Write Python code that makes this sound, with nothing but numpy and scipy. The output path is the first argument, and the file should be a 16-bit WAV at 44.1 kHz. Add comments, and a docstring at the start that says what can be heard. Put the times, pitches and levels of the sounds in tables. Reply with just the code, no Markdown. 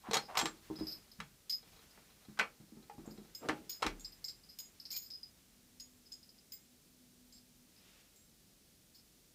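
"""A cat through a cat flap

A cat noses through a plastic flap in a back door, a metre away in a small hall. Impacts excite damped
modes: the flap rattles on its catch, the cat bumps the hollow door, and the flap drops off its back and
slams. Friction makes plastic scuff and fur hiss. A bell and a metal tag tinkle on the collar as the cat
walks off into a room where an appliance hums, and a sleeve rustles once."""
import sys
import numpy as np
from scipy import signal
from scipy.fft import rfft, irfft, next_fast_len
from scipy.io import wavfile

SR = 44100
rng = np.random.default_rng(int(sys.argv[2]) if len(sys.argv) > 2 else 0)


def file_out(sig):
    """Save sig as 16-bit WAV at sys.argv[1]."""
    # one column per channel
    cols = np.atleast_2d(sig).T
    # limit, then scale
    lim = np.clip(cols, -1, 1)
    pcm = np.round(lim * 32767).astype(np.int16)
    wavfile.write(sys.argv[1], SR, pcm)


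N = 411894
TIME = np.arange(N) / SR
RING = np.arange(SR) / SR  # time axis of one second of ring-out
CAT_CLEAR_S = 3.6  # the cat's hips leave the tunnel


def amp(db):
    """Amplitude ratio of a level in decibels."""
    return 10 ** (np.asarray(db) / 20)


def fade(t60):
    """Exponential decay of 60 dB in t60 seconds."""
    return np.exp(-np.log(1000) * RING / t60)


def add(track, s, sound):
    """Superposition: a sound adds to the track from time s."""
    i = max(int(s * SR), 0)
    track[i:i + len(sound)] += sound[:N - i]


def curve(rows, fade_db_per_s=6):
    """Level contour through (time [s], level [dB]) rows, falling away outside their span."""
    s, db = np.transpose(rows)
    outside_s = np.abs(TIME - np.clip(TIME, s[0], s[-1]))
    return np.interp(TIME, s, db) - fade_db_per_s * outside_s


def wander(count):
    """Random modulation: straight lines through count Gaussian values spread over the scene."""
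    return np.interp(np.arange(N), np.linspace(0, N, num=count), rng.standard_normal(count))


def shape(points, hz):
    """Spectral envelope: the gain at hz from (frequency [Hz], level [dB]) points."""
    f, db = np.transpose(points)
    return amp(np.interp(np.log(hz + 1), np.log(f), db))


def noise(points, size):
    """White noise filtered by a spectral envelope, at unit rms."""
    padded = next_fast_len(size)
    spectrum = rfft(rng.standard_normal(padded)) * shape(points, np.fft.rfftfreq(padded, 1 / SR))
    x = irfft(spectrum, padded)[:size]
    return x / x.std()


def resonate(x, hz, width_hz):
    """Forced response of one resonator, at unit rms."""
    y = signal.lfilter(*signal.iirpeak(hz, hz / width_hz, fs=SR), x)
    return y / y.std()


def ring(modes, colour, scatter_db, detune):
    """Free vibration: a sum of damped modes whose strength, sign and tuning vary with each contact."""
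    hz, db, t60 = np.transpose(modes)
    strength, sign, tuning = rng.standard_normal((len(hz), 3)).T
    gains = amp(db) / np.linalg.norm(amp(db)) * colour * amp(scatter_db * strength) * np.sign(sign)
    out = np.zeros(SR)
    for gain, f, life in zip(gains, hz * (1 + detune * tuning), t60):
        t = RING[:int(life * SR)]
        out[:len(t)] += gain * np.sin(2 * np.pi * f * t) * np.exp(-np.log(1000) * t / life)
    return out


# spectrum of the quiet hall: (frequency [Hz], relative level [dB])
AIR_SPECTRUM = [(18, -31), (30, -2), (55, -4.5), (102, -8.5), (202, -5), (332, -11), (1020, -24.5),
                (1970, -23), (5040, -18.5), (15500, -23.5)]


def hall_air(db=-66):
    """Ambient noise: steady, broadband and strongest in the bass."""
    return amp(db) * noise(AIR_SPECTRUM, N)


# plastic rubbing on its frame: (time [s], length before the tail [s], relative level [dB], resonance [Hz])
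RUBS = [(0.031, 0.081, -45.5, 890), (0.277, 0.055, -43, 766), (0.334, 0.061, -38.5, 1000),
        (2.372, 0.013, -43.5, 1360), (3.044, 0.04, -56, 786), (3.405, 0.091, -42, 324),
        (3.418, 0.034, -52.5, 1080), (3.796, 0.073, -51, 760)]


def rubbing(slips_per_s=5000, width_hz=240, broad_db=-11):
    """Stick-slip friction: dense tiny slips drive one resonance of the pane over a dull scuff."""
    out = np.zeros(N)
    for s, length, db, hz in RUBS:
        slips = rng.standard_normal(SR) * (rng.random(SR) < slips_per_s / SR)
        swell = np.interp(RING, [0, length / 2, length, 2 * length], [0.044, 0.56, 0.19, 0])
        scuff = resonate(slips, hz, 2 * hz)
        rub = resonate(scuff, hz, width_hz) + amp(broad_db) * resonate(scuff, hz, 2 * hz)
        add(out, s, amp(db) * swell * rub)
    return out


def hip_bumps(start_s=2.5, end_s=3.0, per_s=9, db=-53):
    """A jittered impulse train from the hips squeezing through: (time [s], level [dB])."""
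    times = start_s + (np.arange(32) + rng.random(32)) / per_s
    return [(s, db) for s in times if s < end_s]


# modes of the hollow door: (frequency [Hz], relative level [dB], T60 [s])
DOOR_MODES = [(37, -12, .7), (62, -1, .24), (78, -11, .16), (140, -6, .22), (165, -5, .26), (211, 0, .25),
              (257, -7, .18), (312, 1, .22), (338, -3, .13), (388, -4, .15)]
# soft blows on the door: (time [s], level [dB], relative level of the upper modes [dB])
KNOCKS = [(0.085, -39.5, -10), (.427, -38, 1), (0.701, -38, 1), (.787, -42, -17), (0.809, -39, -1),
          (1.188, -44.5, -34), (2.284, -49, -13.5), (2.770, -51.5, -1), (2.98, -43.5, -5),
          (3.074, -40, -6.5), (3.183, -46, -6), (3.487, -32.5, 2), (3.85, -34, -5.5)]


def door(wash_db=-11, wash_t60=0.49, push_s=0.00062, pane_db=-11, coupling_db=-20, light_upper_db=-10):
    """Panel vibration: blows and coupled clacks excite the hollow door, which shakes the flap's pane."""
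    out = np.zeros(N)
    door_hz, pane_hz = np.array(DOOR_MODES)[:, 0], np.array(PANE_MODES)[:, 0]
    pane_colour = shape([(1000, 3.5), (3000, -32)], pane_hz)
    from_flap = [(s, db + hollow_db + coupling_db) for s, db, hollow_db, _, _ in CLACKS]
    light = [(s, db, light_upper_db) for s, db in from_flap + hip_bumps()]
    for s, db, upper_db in list(KNOCKS) + light:
        boom_db = 3.5 if s > CAT_CLEAR_S else -12  # the whole leaf booms with no cat to cushion the flap
        colour = shape([(65, boom_db), (130, 0), (220, 0), (320, upper_db + 3)], door_hz)
        thud = ring(DOOR_MODES, colour, scatter_db=5.5, detune=0.0094)
        pane = ring(PANE_MODES, pane_colour, scatter_db=4, detune=0.011)
        wash = noise([(80, -29.5), (150, -5.5), (350, upper_db + 0.5), (560, upper_db - 13.5),
                      (1600, -28.5), (6000, -54)], SR)
        knock = thud + amp(pane_db + upper_db) * pane + amp(wash_db) * wash * fade(wash_t60)
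        add(out, s, amp(db) * knock * (1 - np.exp(-RING / push_s)))
    return out


# modes of the flap's pane: (frequency [Hz], relative level [dB], T60 [s])
PANE_MODES = [(454.7, 2.5, 0.15), (775, 4, 0.095), (820, -2, 0.25), (912, 2.5, 0.13), (1056, 5, 0.079),
              (1181, 0.5, 0.11), (1292, 0, 0.11), (1397, -3.5, 0.11), (1520, -3.5, 0.099), (1757, -1, 0.12),
              (2026, 1, 0.1), (2260, -5, 0.16), (2380, -5.5, 0.11), (2456, -5.5, 0.15), (2700, -3.5, 0.096),
              (2900, -7, 0.074), (3290, 0, 0.15), (3920, 10, 0.045), (4260, 0, 0.14), (5130, -2, 0.08),
              (5600, -2, 0.067)]
# spectrum of struck plastic: (frequency [Hz], relative level [dB])
PLASTIC_SPECTRUM = [(200, -24.5), (450, -0.5), (800, -4), (1400, 0), (2500, -4.5), (4500, -2.5), (7000, -9),
                    (15000, -28)]
# the flap striking its frame: (time [s], level [dB], relative hollow low-mid [dB],
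# relative sharp treble [dB], frequency favoured by the contact point [Hz])
CLACKS = [(0.111, -36.5, 0, -2.5, 4340), (0.1329, -29.5, -0.5, -2.5, 2700), (0.1414, -26, -8.5, 0, 2700),
          (0.152, -29, -3.5, -3, 760), (0.1689, -28.5, -4.5, -2, 4430), (0.353, -36, -9, -10.5, 990),
          (0.3716, -24, -9, -4, 1280), (0.3899, -30, -4.5, 0.5, 920), (0.397, -29, -13, -4, 2540),
          (0.412, -30, -4, -4, 1170), (0.456, -29, -11.5, -3, 1220), (1.2019, -36, -14.5, -9.5, 3500),
          (1.976, -54.5, 3, -26, 1490), (2.390, -30, -8, -8, 1450), (2.395, -20, -20.5, -14.5, 1550),
          (2.409, -27.5, -4.5, -26, 2370), (2.8969, -50, 1, -12, 840), (3.487, -29.5, 1.5, -6.5, 1800),
          (3.495, -27.5, -5.5, -24, 1050), (3.8223, -36.5, -1, -4, 1230), (3.8267, -27, -11.5, -8, 1150),
          (3.843, -31.5, -3, -17, 2800), (3.8644, -28, -9, -6, 2100)]


def flap(modes_db=4, crack_db=-1.5, crack_t60=0.019, wash_db=-10.5, wash_t60=0.21, treble_damping=0.18,
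         favour_db=8, favour_octaves=0.15, rise_s=0.00043):
    """Impact on a plate: dense modes crack, the pane rings, and the walls return a short wash."""
    out = np.zeros(N)
    mode_hz = np.array(PANE_MODES)[:, 0]
    centres = np.geomspace(250, 14000, num=13)
    filters = [signal.butter(3, [f / 1.19, f * 1.19], "band", fs=SR, output="sos") for f in centres]
    bands = np.array([signal.sosfilt(sos, rng.standard_normal(2 * SR)) for sos in filters])
    bands *= shape(PLASTIC_SPECTRUM, centres)[:, None]
    bands /= bands.sum(axis=0).std()
    for s, db, hollow_db, sharp_db, favoured_hz in CLACKS:
        colour = [(600, hollow_db + 7), (1200, 0.015), (2700, 0.0043), (3400, sharp_db + 2.5)]
        # modes with an antinode near the contact point ring louder
        nearness = np.exp(-(np.log2(mode_hz / favoured_hz) / favour_octaves) ** 2)
        weights = shape(colour, mode_hz) * amp(favour_db * (nearness - 1))
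        clack = amp(modes_db) * ring(PANE_MODES, weights, scatter_db=4, detune=0.005)
        start = rng.integers(SR)
        crack = amp(crack_db) * fade(crack_t60)
        for hz, band in zip(centres, bands):
            wash = amp(wash_db) * fade(wash_t60 * (1000 / hz) ** treble_damping)
            clack += shape(colour, hz) * band[start:start + SR] * (crack + wash)
        add(out, s, amp(db) * clack * (1 - np.exp(-RING / rise_s)))
    return out


def rattle(length, gap_s=0.009, later_db=-5, scatter_db=5):
    """Repeated impact: one contact, then lighter ones at uneven gaps, as (delay [s], gain)."""
    spacing, force = rng.random((14, 2)).T
    delays = np.cumsum(gap_s * (0.25 + 1.5 * spacing))
    taper = np.clip((length - delays) / gap_s + 1, 0, 1)
    gains = amp(later_db + scatter_db * (2 * force - 1)) * taper
    return [(0.00008, 1)] + [(delay, gain) for delay, gain in zip(delays, gains) if gain > 0]


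def chime(modes, colour, splash, splash_envelope, length, detune, rise_s=0.0005):
    """Rattled metal: each contact excites the modes anew, with a noisy splash of dense, damped ones."""
    out = np.zeros(SR)
    rise = 1 - np.exp(-RING / rise_s)
    for delay, gain in rattle(length):
        tone = ring(modes, colour, scatter_db=2.5, detune=detune)
        burst = np.roll(splash, rng.integers(SR)) * splash_envelope
        contact = gain * rise * (tone + burst)
        i = int(delay * SR)
        out[i:] += contact[:SR - i]
    return out


def reflect(sound, walls_db=-7, t60=0.2):
    """Interference: echoes from near walls, new at each position of the cat, make a ring flutter."""
    echoes = (rng.standard_normal(SR) * fade(t60) * (RING > 0.003))[:SR // 4]
    return sound + amp(walls_db) * signal.fftconvolve(sound, echoes / np.linalg.norm(echoes))[:SR]


# modes of the collar bell: (frequency [Hz], relative level [dB], T60 [s])
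BELL_MODES = [(2118, -28, .45), (6690, -3, .1), (6745, 0, .19), (7567, -9, .34), (9655, -17, .12),
              (11830, -16, .1), (13715, -8, .15), (14280, -6, .12)]
# spectrum of the pellet's contact: (frequency [Hz], relative level [dB])
BELL_SPLASH = [(1200, -18), (3500, 0), (7000, -1.5), (15000, -11.5)]
# pellet strikes: (time [s], level [dB], rim gain [dB], second-highest mode gain [dB], top mode gain [dB])
BELL_STRIKES = [(0.134, -34.5, -21, -10, -10), (0.376, -31.5, 0, -8, -14), (0.456, -52, 3, -16, -14),
                (1.496, -42, -6, -1, -10), (3.060, -61.5, 12, -9, -3), (3.349, -50.5, -1, 1, 7),
                (3.695, -40.5, -2.5, -2, 5), (3.996, -52.5, 6.5, -11, -4), (4.242, -49.5, 8, -9, 4),
                (4.588, -42, -6, -8, 1), (4.914, -43, 0, 10, 6), (4.963, -39.5, -11, 8.5, 6),
                (5.799, -48.5, -1, -9, -7), (6.121, -50.5, -2, -20, -10), (6.521, -50, 7, -7.5, 12),
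                (7.324, -64, 10.5, -1.5, 1), (8.160, -62, 7, -3, 3), (8.948, -67, 4, 11, 12)]


def bell(bounce_s=0.013, splash_t60=0.017):
    """Shell vibration: where the pellet lands sets how much the rim and the two top modes ring."""
    out = np.zeros(N)
    splash = noise(BELL_SPLASH, SR)
    for s, db, rim_db, high_db, top_db in BELL_STRIKES:
        colour = amp([rim_db, -3, -3, rim_db, 0, 0, high_db, top_db])  # one gain a mode
        strike = chime(BELL_MODES, colour, splash, fade(splash_t60), bounce_s, detune=0.0007)
        add(out, s, amp(db) * reflect(strike))
    return out


# modes of the metal tag: (frequency [Hz], relative level [dB], T60 [s])
TAG_MODES = [(4870, -9, .06), (5005, -2, .1), (5058, 0, .125), (5180, -8, .07), (11990, -15, .12),
             (12280, -16, .1)]
# spectrum of its scraping edge: (frequency [Hz], relative level [dB])
TAG_SPLASH = [(1500, -28.5), (3400, -23.5), (4400, -3.5), (5200, 3), (5800, -16.5), (7000, -24.5),
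              (15500, -30.5)]
# shakes: (time [s], level [dB], rattle length [s], relative edge splash [dB], gain of the top modes [dB])
TAG_SHAKES = [(0.222, -59.5, .04, 9.5, 2), (.760, -47.5, 0.074, -5, -4), (0.869, -41.5, 0.068, 1.5, 3),
              (1.115, -58, 0.016, 7, 9), (1.496, -29.5, 0.037, -6, -7), (1.908, -64, 0.0078, 2, 0),
              (3.107, -60, 0.003, 7, 12), (3.348, -40.5, 0.006, -7, -6), (3.694, -45, 0.043, 3.5, 1),
              (4.046, -47.5, 0.004, 7, -3), (4.121, -58, .004, 6, 12), (4.242, -41.5, .003, 3, 3),
              (4.281, -49, 0.016, 11, 4), (4.435, -56, 0.0027, -1, -5), (4.49, -55, 0.044, 2, 4),
              (4.587, -42.5, 0.012, -5, 8.5), (4.798, -49.5, 0.0097, 5.5, 2), (4.853, -57, 0.0094, 16.5, 6),
              (4.904, -41, 0.079, 5.5, 8), (5.02, -51, 0.04, 1.5, 9.5), (5.103, -37, 0.0043, -4, -16),
              (5.135, -41, 0.01, -7, -12), (5.231, -45, 0.0037, -5, -3), (5.799, -49.5, 0.014, 4.5, -9),
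              (6.058, -56.5, .01, -2, -7), (6.118, -45, 0.028, -7, -17), (6.228, -57, 0.011, 2, -4),
              (6.291, -54.5, 0.0066, -1, -7), (6.38, -62.5, .011, 3, -3), (6.52, -45, 0.012, -10, -1),
              (7.324, -61.5, 0.055, 7.5, 6), (7.76, -67, .03, 6, 0), (8.947, -68.5, 0.05, 14, 2)]


def tag(splash_db=-5, splash_t60=0.065):
    """Plate vibration: taps ping, edge scrapes splash, and contact with ring and fur shifts the pitch."""
    out = np.zeros(N)
    splash = noise(TAG_SPLASH, SR)
    is_top = np.array(TAG_MODES)[:, 0] > 8000
    for s, db, length, edge_db, top_db in TAG_SHAKES:
        splash_envelope = amp(splash_db + edge_db) * fade(splash_t60)
        shake = chime(TAG_MODES, amp(top_db * is_top), splash, splash_envelope, length, detune=0.0055)
        add(out, s, amp(db) * reflect(shake))
    return out


def collar_ring(s=4.938, db=-53, hz=2401, t60=0.2):
    """A damped oscillator: the collar's ring gives one lower clink."""
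    out = np.zeros(N)
    add(out, s, amp(db) * np.sin(2 * np.pi * hz * RING) * fade(t60))
    return out


# spectrum of sliding fur: (frequency [Hz], relative level [dB])
FUR_SPECTRUM = [(100, 8), (300, -2), (2000, -2.5), (5000, -5.5), (9000, -12)]
# fur sliding through the tunnel: (time [s], relative level [dB])
FUR_LEVELS = [(0.58, -69), (0.81, -63), (1.1, -74), (1.5, -79), (1.75, -67.5), (2.78, -80.5), (3.55, -68.5)]


def fur(gain_db=2.5, uneven_db=2, creaks_per_s=16, creak_db=-4.5):
    """Sliding friction: fur hisses, and draws tiny creaks from the pane while the cat is in the tunnel."""
    slips = rng.standard_normal(N) * (rng.random(N) < creaks_per_s / SR)
    creaks = signal.fftconvolve(slips, ring(PANE_MODES, 1, scatter_db=4.5, detune=0.0048))[:N]
    in_tunnel = TIME < CAT_CLEAR_S
    level = amp(curve(FUR_LEVELS) + gain_db + uneven_db * wander(count=400))
    return (noise(FUR_SPECTRUM, N) + amp(creak_db) * in_tunnel * creaks / creaks.std()) * level


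# hum through the inner doorway: (time [s], relative level [dB])
HUM_LEVELS = [(5.2, -83.5), (5.74, -65.5), (6.58, -80.5), (6.74, -64.5), (7.66, -70.5), (7.7, -100)]


def appliance(hz=247, gain_db=-4.5, waver_hz=2.5, waver_db=3):
    """A modulated tone: the hum from the next room wavers in frequency and amplitude."""
    phase = 2 * np.pi * np.cumsum(hz + waver_hz * wander(count=120)) / SR
    rms = amp(curve(HUM_LEVELS) + gain_db + waver_db * wander(count=90))
    return np.sqrt(2) * rms * np.sin(phase)


# spectrum of rustling cloth: (frequency [Hz], relative level [dB])
CLOTH_SPECTRUM = [(300, -4), (1000, -6.5), (3000, -1.5), (6000, -8), (15000, -23)]


def sleeve(peak_s=7.93, db=-68, swell_s=0.18, uneven_db=1.2):
    """Friction noise: cloth rustles once under a Gaussian envelope."""
    swell = np.exp(-((TIME - peak_s) / swell_s) ** 2)
    return noise(CLOTH_SPECTRUM, N) * swell * amp(db + uneven_db * wander(count=400))


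def scene():
    """Superposition of all sources at one point."""
    doorway = rubbing() + door() + flap() + fur()
    collar = bell() + tag() + collar_ring()
    return (hall_air() + doorway + collar + appliance() + sleeve())[None]


def record(dry, low_hz=32, top_hz=15500):
    """Band limiting: filters remove the deepest rumble and the highest treble."""
    thinned = signal.sosfilt(signal.butter(4, low_hz, "high", fs=SR, output="sos"), dry)
    return signal.sosfilt(signal.ellip(10, 0.2, 70, top_hz, fs=SR, output="sos"), thinned)


dry = scene()
out = record(dry)
file_out(out)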